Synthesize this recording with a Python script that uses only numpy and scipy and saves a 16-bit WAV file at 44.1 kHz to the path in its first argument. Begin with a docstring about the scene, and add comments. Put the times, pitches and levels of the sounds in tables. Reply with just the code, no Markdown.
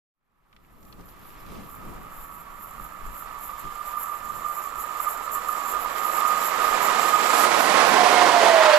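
"""Open country, in scrub about 12 m from a railway track, with a stereo microphone. An electric locomotive with
coaches approaches from the right at steady speed and passes close by. Long before it arrives the rails carry
its wheels: a rough hum near 1.2 kHz, thin ringing, high hiss. The rolling roar takes over as the train clears a
bank, and the motor whine falls in pitch going by. Close at hand a breeze stirs the scrub and bumps the
microphone."""
import sys
import numpy as np
from scipy import signal
from scipy.fft import rfft, irfft
from scipy.io import wavfile
from scipy.ndimage import uniform_filter1d, minimum_filter1d

SR = 44100
rng = np.random.default_rng(int(sys.argv[2]) if len(sys.argv) > 2 else 0)


def materialize(psi):
    """Save the field psi as 16-bit PCM at rate SR to the path in sys.argv[1].

    A 1-D psi becomes a single channel; in a 2-D psi each row is a channel.
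    """
    bounded = np.clip(np.atleast_2d(psi).T, -1, 1)
    quanta = np.round(bounded * 32767).astype(np.int16)
    wavfile.write(sys.argv[1], SR, quanta)


N = 387198
TIME = np.arange(N) / SR
FREQ = np.maximum(np.arange(N // 2 + 1) * SR / N, 1)
SPEED_M_S, MIC_TO_TRACK_M, SOUND_M_S = 42.5, 11.7, 343
FULL_ROAR_S, TRAIN_SIZE_M = 8.1, 30
SLEEPER_HZ, WHINE_REACH_M = 58.5, 25

# the roar from up the line: frequency_hz, relative_db
ROAR_AHEAD = [(40, -36), (100, -32), (190, -10.5), (310, -9), (420, -4), (750, 0), (1050, 0.3), (1500, -4),
              (2000, -6), (3000, -12), (5000, -15.5), (8000, -21), (11000, -26.5), (15500, -100)]
# the roar in front of the microphone: frequency_hz, relative_db
ROAR_ALONGSIDE = [(40, -36), (100, -26.5), (180, -16.5), (350, -5), (600, 0.5), (1050, 1), (1600, -5.5),
                  (1950, -6), (2400, -10), (4500, -14), (8000, -24), (12000, -34.5), (15500, -51)]
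# its bass, middle, treble and top: closest_db, loss_db_per_m, bank_loss_db, coach_change_db
ROAR_BANDS = [(-26.7, .092, 0, -10.5), (-24.5, .028, 5.7, 1.5), (-31, .078, 5, -2.3), (-37, .025, 10, -3.2)]
# where the roar sits in the stereo picture: time_s, left_minus_right_db
ROAR_PAN = [(2, 0), (3, -6.5), (6, -11.5), (8, -13.5), (8.7, -7.5)]
# gear, front motor, rear motor and its third harmonic:
# abreast_s, pitch_hz, level_db, change_from_behind_db, flutter_depth
DRIVE_TONES = [(8.33, 953, -24, -10, .55), (8.45, 647, -32.5, 6, 1.6), (8.58, 647, -20.5, 1.5, .5),
               (8.58, 1941, -36, 1.5, 1.2)]

# the rail bending between sleepers: pitch_hz, width_hz, relative_db
HUM_MODES = [(982, 180, -12), (1138.6, 92, -3), (1219, 113, -3), (1292.6, 55, -3.5), (1373, 66, -10),
             (1766, 150, -19.5)]
# the hum's clearest tone, creeping upward: time_s, pitch_hz
HUM_PITCH = [(2.5, 1190), (4.6, 1205), (5.7, 1224), (7.1, 1238), (7.7, 1250)]
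# moments when that tone sings out: centre_s, level_db, length_s
HUM_SWELLS = [(4.2, -37.5, .7), (5.72, -34, .25), (6.31, -23, .09), (6.72, -28, .15)]
# hard wheel knocks heard through the rail: centre_s, relative_db, length_s
WHEEL_KNOCKS = [(3.498, -27, .008), (3.814, -26, .006), (3.976, -25, .008), (4.099, -25, .007),
                (4.124, -25, .007), (4.304, -23, .008), (4.451, -25, .008), (4.463, -21, .007),
                (4.504, -26, .016), (4.577, -23, .018), (5.002, -19.5, .005), (5.078, -21, .012),
                (5.357, -20, .005), (5.493, -18, .006), (6.053, -21, .006), (6.217, -19, .014),
                (6.252, -14, .006), (7.14, -15, .007), (7.44, -17, .025)]
# ringing rail resonances: pitch_hz, width_hz, relative_db
RING_MODES = [(4270, 130, -15), (5440, 90, -8), (6600, 1700, -18), (7060, 610, -4), (7420, 470, -3.5),
              (7766, 160, -5), (8040, 100, -6.5)]
# thin, whistling rail resonances: pitch_hz, width_hz, relative_db
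WHISTLE_MODES = [(9510, 110, 20), (9600, 160, -28)]
# the rail's high hiss: frequency_hz, relative_db
HISS_SPECTRUM = [(5000, -55), (9300, -26), (10000, -5), (10700, -4), (11400, 4.5), (12400, 4), (13400, 0.5),
                 (13800, -3), (14600, -9), (15600, -7)]
# distant wheels crossing rough rail: centre_s, above_steady_hiss_db, length_s
HISS_SWELLS = [(.83, 7, .14), (1.09, 7, .06), (1.27, 9, .06), (1.41, 6, .03), (1.727, 8, .09),
               (2.21, 9, .09), (2.35, 7, .1), (2.636, 10, .06), (2.84, 6, .05), (3.173, 10.5, .06),
               (3.47, 13, .07), (3.598, 6, .03), (3.9, 7, .075), (4.012, 14, .05), (4.14, 7, .075),
               (4.35, 4, .06), (4.562, 7, .12), (4.812, 10.5, .05), (5.03, 11, .03), (5.109, 12, .04),
               (5.353, 9, .05), (5.508, 10.5, .035), (5.705, 6, .07), (5.825, 13, .04), (5.95, 3, .1),
               (6.07, 10, .06), (6.168, 7, .06), (6.29, 4, .04), (6.47, 10, .07), (6.67, 7, .08),
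               (6.831, 6, .05), (7.389, 6, .08), (7.61, 11, .04), (7.89, 6, .045)]
# wheel hiss just before the train arrives: centre_s, level_db, length_s
WHEEL_SURGES = [(7.08, -41, .06), (7.39, -33, .1), (7.44, -36, .04), (7.62, -38, .15), (8.1, -39, .05)]
# the colour of those surges: frequency_hz, relative_db
SURGE_SPECTRUM = [(1500, -15), (3500, -1), (7000, 2), (11500, 1), (15500, -22)]
# brief thin squeaks: centre_s, level_db, length_s, pitch_hz
SQUEAKS = [(1.39, -66, .03, 5300), (8.693, -38, .012, 7000), (8.745, -32, .02, 4500)]

# gusts at the microphone: centre_s, length_s, buffet_db, rush_db, leaves_db
GUSTS = [(.88, .3, -47, -47.5, -68), (1.0, .03, -42, -43, -68), (1.25, .3, -54, -58, -61),
         (1.56, .13, -46, -43.5, -57), (1.91, .17, -44, -44.5, -75), (2.2, .06, -44, -58, -70),
         (2.82, .06, -43, -53, -70), (3.07, .07, -37, -53, -66), (3.655, .045, -41, -47, -60),
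         (3.7, .5, -54, -66, -58), (4.35, .17, -53, -53, -57), (4.78, .05, -50, -57, -68),
         (5.85, .15, -50, -61, -70), (6.7, .2, -49, -61, -70)]
# wind bumping the microphone: frequency_hz, relative_db
BUFFET_SPECTRUM = [(15, 0.5), (28, 2), (50, -2.5), (90, -24), (250, -52), (1000, -72)]
# the low rush of the air: frequency_hz, relative_db
RUSH_SPECTRUM = [(40, -12), (90, -4.5), (190, -3.5), (350, -9), (700, -16), (2500, -39)]
# leaves in the scrub: frequency_hz, relative_db
LEAF_SPECTRUM = [(800, -20), (2000, 4.5), (3300, 2.5), (5000, -3), (9000, -13), (15000, -25)]
# dry twigs ticking nearby: start_s, peak_db, pitch_hz
TWIG_TICKS = [(.528, -28, 2500), (.564, -29, 2700), (.648, -35, 1900), (.829, -41, 6500),
              (.851, -42.5, 6500), (.926, -31, 3500), (1.01, -42, 5000), (1.088, -42, 4500)]


def rolling_roar():
    """Wheels, ballast and air: a broad rush that grows as the train nears and turns darker alongside."""
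    away_m = SPEED_M_S * np.maximum(FULL_ROAR_S - TIME, 0)
    spreading = TRAIN_SIZE_M / np.hypot(away_m, TRAIN_SIZE_M)
    behind_bank = 1 - step(at_s=6.0, width_s=.25)
    alongside, coaches = step(at_s=8.05, width_s=.1), step(at_s=8.58, width_s=.06)
    gains = [spreading * undb(db - loss * away_m - bank_db * behind_bank + coach_db * coaches)
             for db, loss, bank_db, coach_db in ROAR_BANDS]
    low = 1 / (1 + (FREQ / 650) ** 4)
    high = 1 / (1 + (3200 / FREQ) ** 4)
    top = 1 / (1 + (7000 / FREQ) ** 8)
    # each band's filter, and the span in Hz that sets its level
    bands = [(low, 150, 560), (1 - low - high, 1500, 3000),
             (high * (1 - top), 3500, 6500), (high * top, 7000, 11000)]
    out = 0
    for points, share, lag in ((ROAR_AHEAD, 1 - alongside, 1.3), (ROAR_ALONGSIDE, alongside, .6)):
        rush = noise() * undb(.93 * wander(120) + .8 * wander(13)) * sleeper_throb(depth=.02)
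        spectrum = rfft(mic_pair(rush, colour(points), likeness=.95 / (1 + FREQ / 3500), lag_rad=lag))
        for (band, low_hz, high_hz), gain in zip(bands, gains):
            strength = np.std(irfft(spectrum.mean(axis=0) * (FREQ > low_hz) * (FREQ < high_hz), N))
            out = out + irfft(spectrum * band, N) / strength * gain * np.sqrt(share)
    return out * pan(curve(ROAR_PAN))


def motor_whine():
    """Gear and motors carry only a short way; Doppler lowers each in turn as it passes the microphone."""
    out = 0
    for abreast_s, hz, db, behind_db, flutter in DRIVE_TONES:
        along_m = SPEED_M_S * (TIME - abreast_s)
        distance_m = np.hypot(along_m, MIC_TO_TRACK_M)
        leaving = along_m / distance_m  # -1 coming, +1 going
        heard_hz = hz / (1 + leaving * SPEED_M_S / SOUND_M_S)
        gain = undb(db + behind_db * (1 + leaving) / 2) / np.hypot(1, (distance_m / WHINE_REACH_M) ** 4)
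        out = out + tone(heard_hz, flutter, flutter_hz=70, lag_rad=.8) * gain
    return out * pan(-9.5)


def rail_hum():
    """Dense wheel blows ring the rail's bending modes; one tone stands out and the hardest blows knock."""
    blows = noise() * undb(1.8 * wander(170) + .5 * wander(14)) * sleeper_throb(depth=.3)
    rattle = placed(blows, resonances(HUM_MODES), likeness=.81, lag_rad=1, pan_db=-13)
    rattle *= rail_carry(top_db=-27.5, top_s=7.0, loss_db_per_m=.098, fall_db_per_s=10)
    hz = curve(HUM_PITCH)
    singing = tone(hz, flutter=.4, flutter_hz=60, lag_rad=.7) * pan(-14)
    carried = rail_carry(top_db=-25, top_s=7.35, loss_db_per_m=.145, fall_db_per_s=19)
    singing *= np.hypot(carried, swells(HUM_SWELLS))
    knocks = tone(hz, flutter=.35, flutter_hz=350, lag_rad=.7) * pan(-13) * swells(WHEEL_KNOCKS)
    return rattle + singing + knocks * undb(-4)


def rail_song():
    """High waves run far ahead in the steel: ringing, a whistle and hiss that swells on rough rail."""
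    ring_gain = rail_carry(top_db=-39, top_s=7.3, loss_db_per_m=.13, fall_db_per_s=18)
    hiss_gain = rail_carry(top_db=-41, top_s=7.3, loss_db_per_m=.08, fall_db_per_s=7)
    rough_gain = hiss_gain * swells(HISS_SWELLS)
    cracks = grit(per_s=110, decay_s=.002, size=.5) * undb(2.1 * wander(35)) * sleeper_throb(depth=.062)
    ripple = crowded_modes(spacing_hz=50, depth_db=2.4)
    ring = placed(noise() * cracks, resonances(RING_MODES) * ripple, likeness=.6, lag_rad=.97, pan_db=-8)
    hiss = placed(noise() * cracks, colour(HISS_SPECTRUM) * ripple,
                  likeness=.67, lag_rad=1.6, pan_db=-2.3)
    whistle = placed(noise(), resonances(WHISTLE_MODES), likeness=.7, lag_rad=1, pan_db=2)
    return (ring * (ring_gain + undb(-21.5) * rough_gain)
            + hiss * np.hypot(hiss_gain, rough_gain)
            + whistle * hiss_gain * undb(-15.5))


def wheel_surges():
    """The nearest wheels scrape out short, broad hisses."""
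    scrape = placed(noise(), colour(SURGE_SPECTRUM), likeness=.4, lag_rad=1, pan_db=-5)
    return scrape * swells(WHEEL_SURGES)


def squeaks():
    """A few short, unsteady high tones, off to one side."""
    return sum(tone(np.full(N, hz), flutter=1.4, flutter_hz=450, lag_rad=.5) * swells([(s, db, length)])
               for s, db, length, hz in SQUEAKS) * pan(-5)


def breeze():
    """Gusts over a slowly easing breeze bump the microphone, rush past and rustle the scrub."""
    centre_s, length_s, *gust_dbs = np.transpose(GUSTS)
    lull = undb(1.5 * wander(6) - 1.2 * TIME)  # eases by 1.2 dB a second
    buffet_gain, rush_gain, leaf_gain = (
        np.hypot(lull * undb(lull_db), swells(zip(centre_s, gust_db, length_s)))
        for lull_db, gust_db in zip((-51, -53.5, -66), gust_dbs))
    buffet = placed(noise(), colour(BUFFET_SPECTRUM), likeness=.75, pan_db=1.5)
    rush = placed(noise(), colour(RUSH_SPECTRUM), likeness=.1)
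    crackle = noise() * grit(per_s=89, decay_s=.002, size=.6)
    leaves = placed(crackle, colour(LEAF_SPECTRUM), likeness=.4, pan_db=-1)
    return buffet * buffet_gain + rush * rush_gain + leaves * leaf_gain


def twigs(decay_s=.0043):
    """Dry twigs tick in the scrub, each a tiny burst of noise around its pitch."""
    out = np.zeros((2, N))
    age = TIME[:SR // 40]
    for start_s, db, hz in TWIG_TICKS:
        band = signal.butter(2, [hz * .55, hz * 1.3], "bandpass", fs=SR, output="sos")
        tick = signal.sosfilt(band, rng.standard_normal((2, len(age))) * np.exp(-age / decay_s))
        start = int(start_s * SR)
        out[:, start:start + len(age)] += tick / np.abs(tick).max() * undb(db)
    return out


def rail_carry(top_db, top_s, loss_db_per_m, fall_db_per_s):
    """Gain of a wave in the rail: it grows as less steel lies between, and thins once wheels are near."""
    rail_m = SPEED_M_S * np.maximum(top_s - TIME, 0)
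    return undb(top_db - loss_db_per_m * rail_m - fall_db_per_s * np.maximum(TIME - top_s, 0))


def sleeper_throb(depth):
    """The wheel load throbs once for each sleeper crossed."""
    hz = SLEEPER_HZ * (1 + .016 * wander(5))
    return 1 + depth * np.cos(2 * np.pi * np.cumsum(hz) / SR)


def grit(per_s, decay_s, size):
    """Gain that jumps at each tiny chance crack, then settles back."""
    cracks = (rng.random(N) < per_s / SR) * rng.exponential(size, N)
    return 1 + signal.lfilter([1], [1, -np.exp(-1 / (decay_s * SR))], cracks)


def tone(hz, flutter, flutter_hz, lag_rad):
    """A stereo tone whose strength and phase flutter; the left channel lags."""
    unsteady = 1 + flutter * (wander(flutter_hz) + 1j * wander(flutter_hz))
    phase = 2 * np.pi * np.cumsum(hz) / SR - np.array([[lag_rad], [0]])
    return unit(np.real(unsteady * np.exp(1j * phase)))


def resonances(modes):
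    """Gain at every frequency of steep resonances."""
    return np.sqrt(sum(undb(2 * db) / (1 + ((FREQ - hz * hz / FREQ) / width * 2) ** 2) ** 2
                       for hz, width, db in modes))


def crowded_modes(spacing_hz, depth_db):
    """Gain at every frequency of a crowd of close, chance resonances."""
    hz = np.arange(0, SR / 2, spacing_hz)
    return undb(depth_db * np.interp(FREQ, hz, rng.standard_normal(SR // 40)[:len(hz)]))


def colour(points):
    """Gain at every frequency from points of frequency_hz, relative_db."""
    hz, db = np.transpose(points)
    return undb(np.interp(np.log(FREQ), np.log(hz), db))


def mic_pair(sound, gain, likeness, lag_rad):
    """Filter two unrelated sounds into partly alike channels; above the bass the left one lags."""
    own, right = rfft(sound)
    left = likeness * right + np.sqrt(1 - likeness ** 2) * own
    left *= np.exp(-1j * lag_rad * FREQ / (FREQ + 60))
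    return irfft(np.array([left, right]) * gain, N)


def placed(sound, gain, likeness, lag_rad=0, pan_db=0):
    """A filtered pair set in the stereo picture, its centre at rms 1."""
    return unit(mic_pair(sound, gain, likeness, lag_rad) * pan(pan_db))


def pan(db):
    """Left and right gains of constant power for a left minus right level."""
    gains = undb(np.array([np.atleast_1d(db), -np.atleast_1d(db)]) / 2)
    return gains / np.sqrt(np.mean(gains ** 2, axis=0))


def swells(table):
    """Gain through time from bell-shaped swells (centre_s, level_db, length_s) whose powers add."""
    coarse = TIME[::50]
    power = sum(undb(2 * db) * .5 ** ((2 * (coarse - s) / length) ** 2) for s, db, length in table)
    return np.interp(TIME, coarse, np.sqrt(power))


def step(at_s, width_s):
    """A smooth change from 0 to 1 around a moment."""
    return (1 + np.tanh((TIME - at_s) / width_s / 2)) / 2


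def curve(points):
    """A line through time from points of time_s and a value."""
    return np.interp(TIME, *np.transpose(points))


def wander(per_s):
    """Smooth chance with spread 1 that changes about per_s times a second."""
    hold = int(SR / per_s)
    steps = np.repeat(rng.standard_normal(N // hold + 2), hold)
    return unit(uniform_filter1d(uniform_filter1d(steps, hold), hold)[:N])


def noise():
    """Two unrelated white noises."""
    return rng.standard_normal((2, N))


def unit(sound):
    """Scale a sound so that its centre has rms 1."""
    return sound / np.std(np.atleast_2d(sound).mean(axis=0))


def undb(db):
    """Decibels to gain."""
    return 10 ** (np.asarray(db) / 20)


def scene():
    """Rails, train and breeze as they reach the microphone in the open air."""
    rails = rail_hum() + rail_song()
    train = wheel_surges() + rolling_roar() + motor_whine() + squeaks()
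    return rails + train + breeze() + twigs()


def record(dry):
    """A limiter holds the highest peaks, the sound fades in from silence and the top is cut."""
    ceiling, window_samples, top_hz = .93, 300, 15450
    needed = ceiling / np.maximum(np.abs(dry).max(axis=0), ceiling)
    held = dry * uniform_filter1d(minimum_filter1d(needed, window_samples), window_samples)
    fade = np.clip((TIME - .12) / 1.4, 0, 1) ** 1.5
    return signal.sosfilt(signal.ellip(10, .2, 80, top_hz, fs=SR, output="sos"), held * fade)


dry = scene()
out = record(dry)
materialize(out)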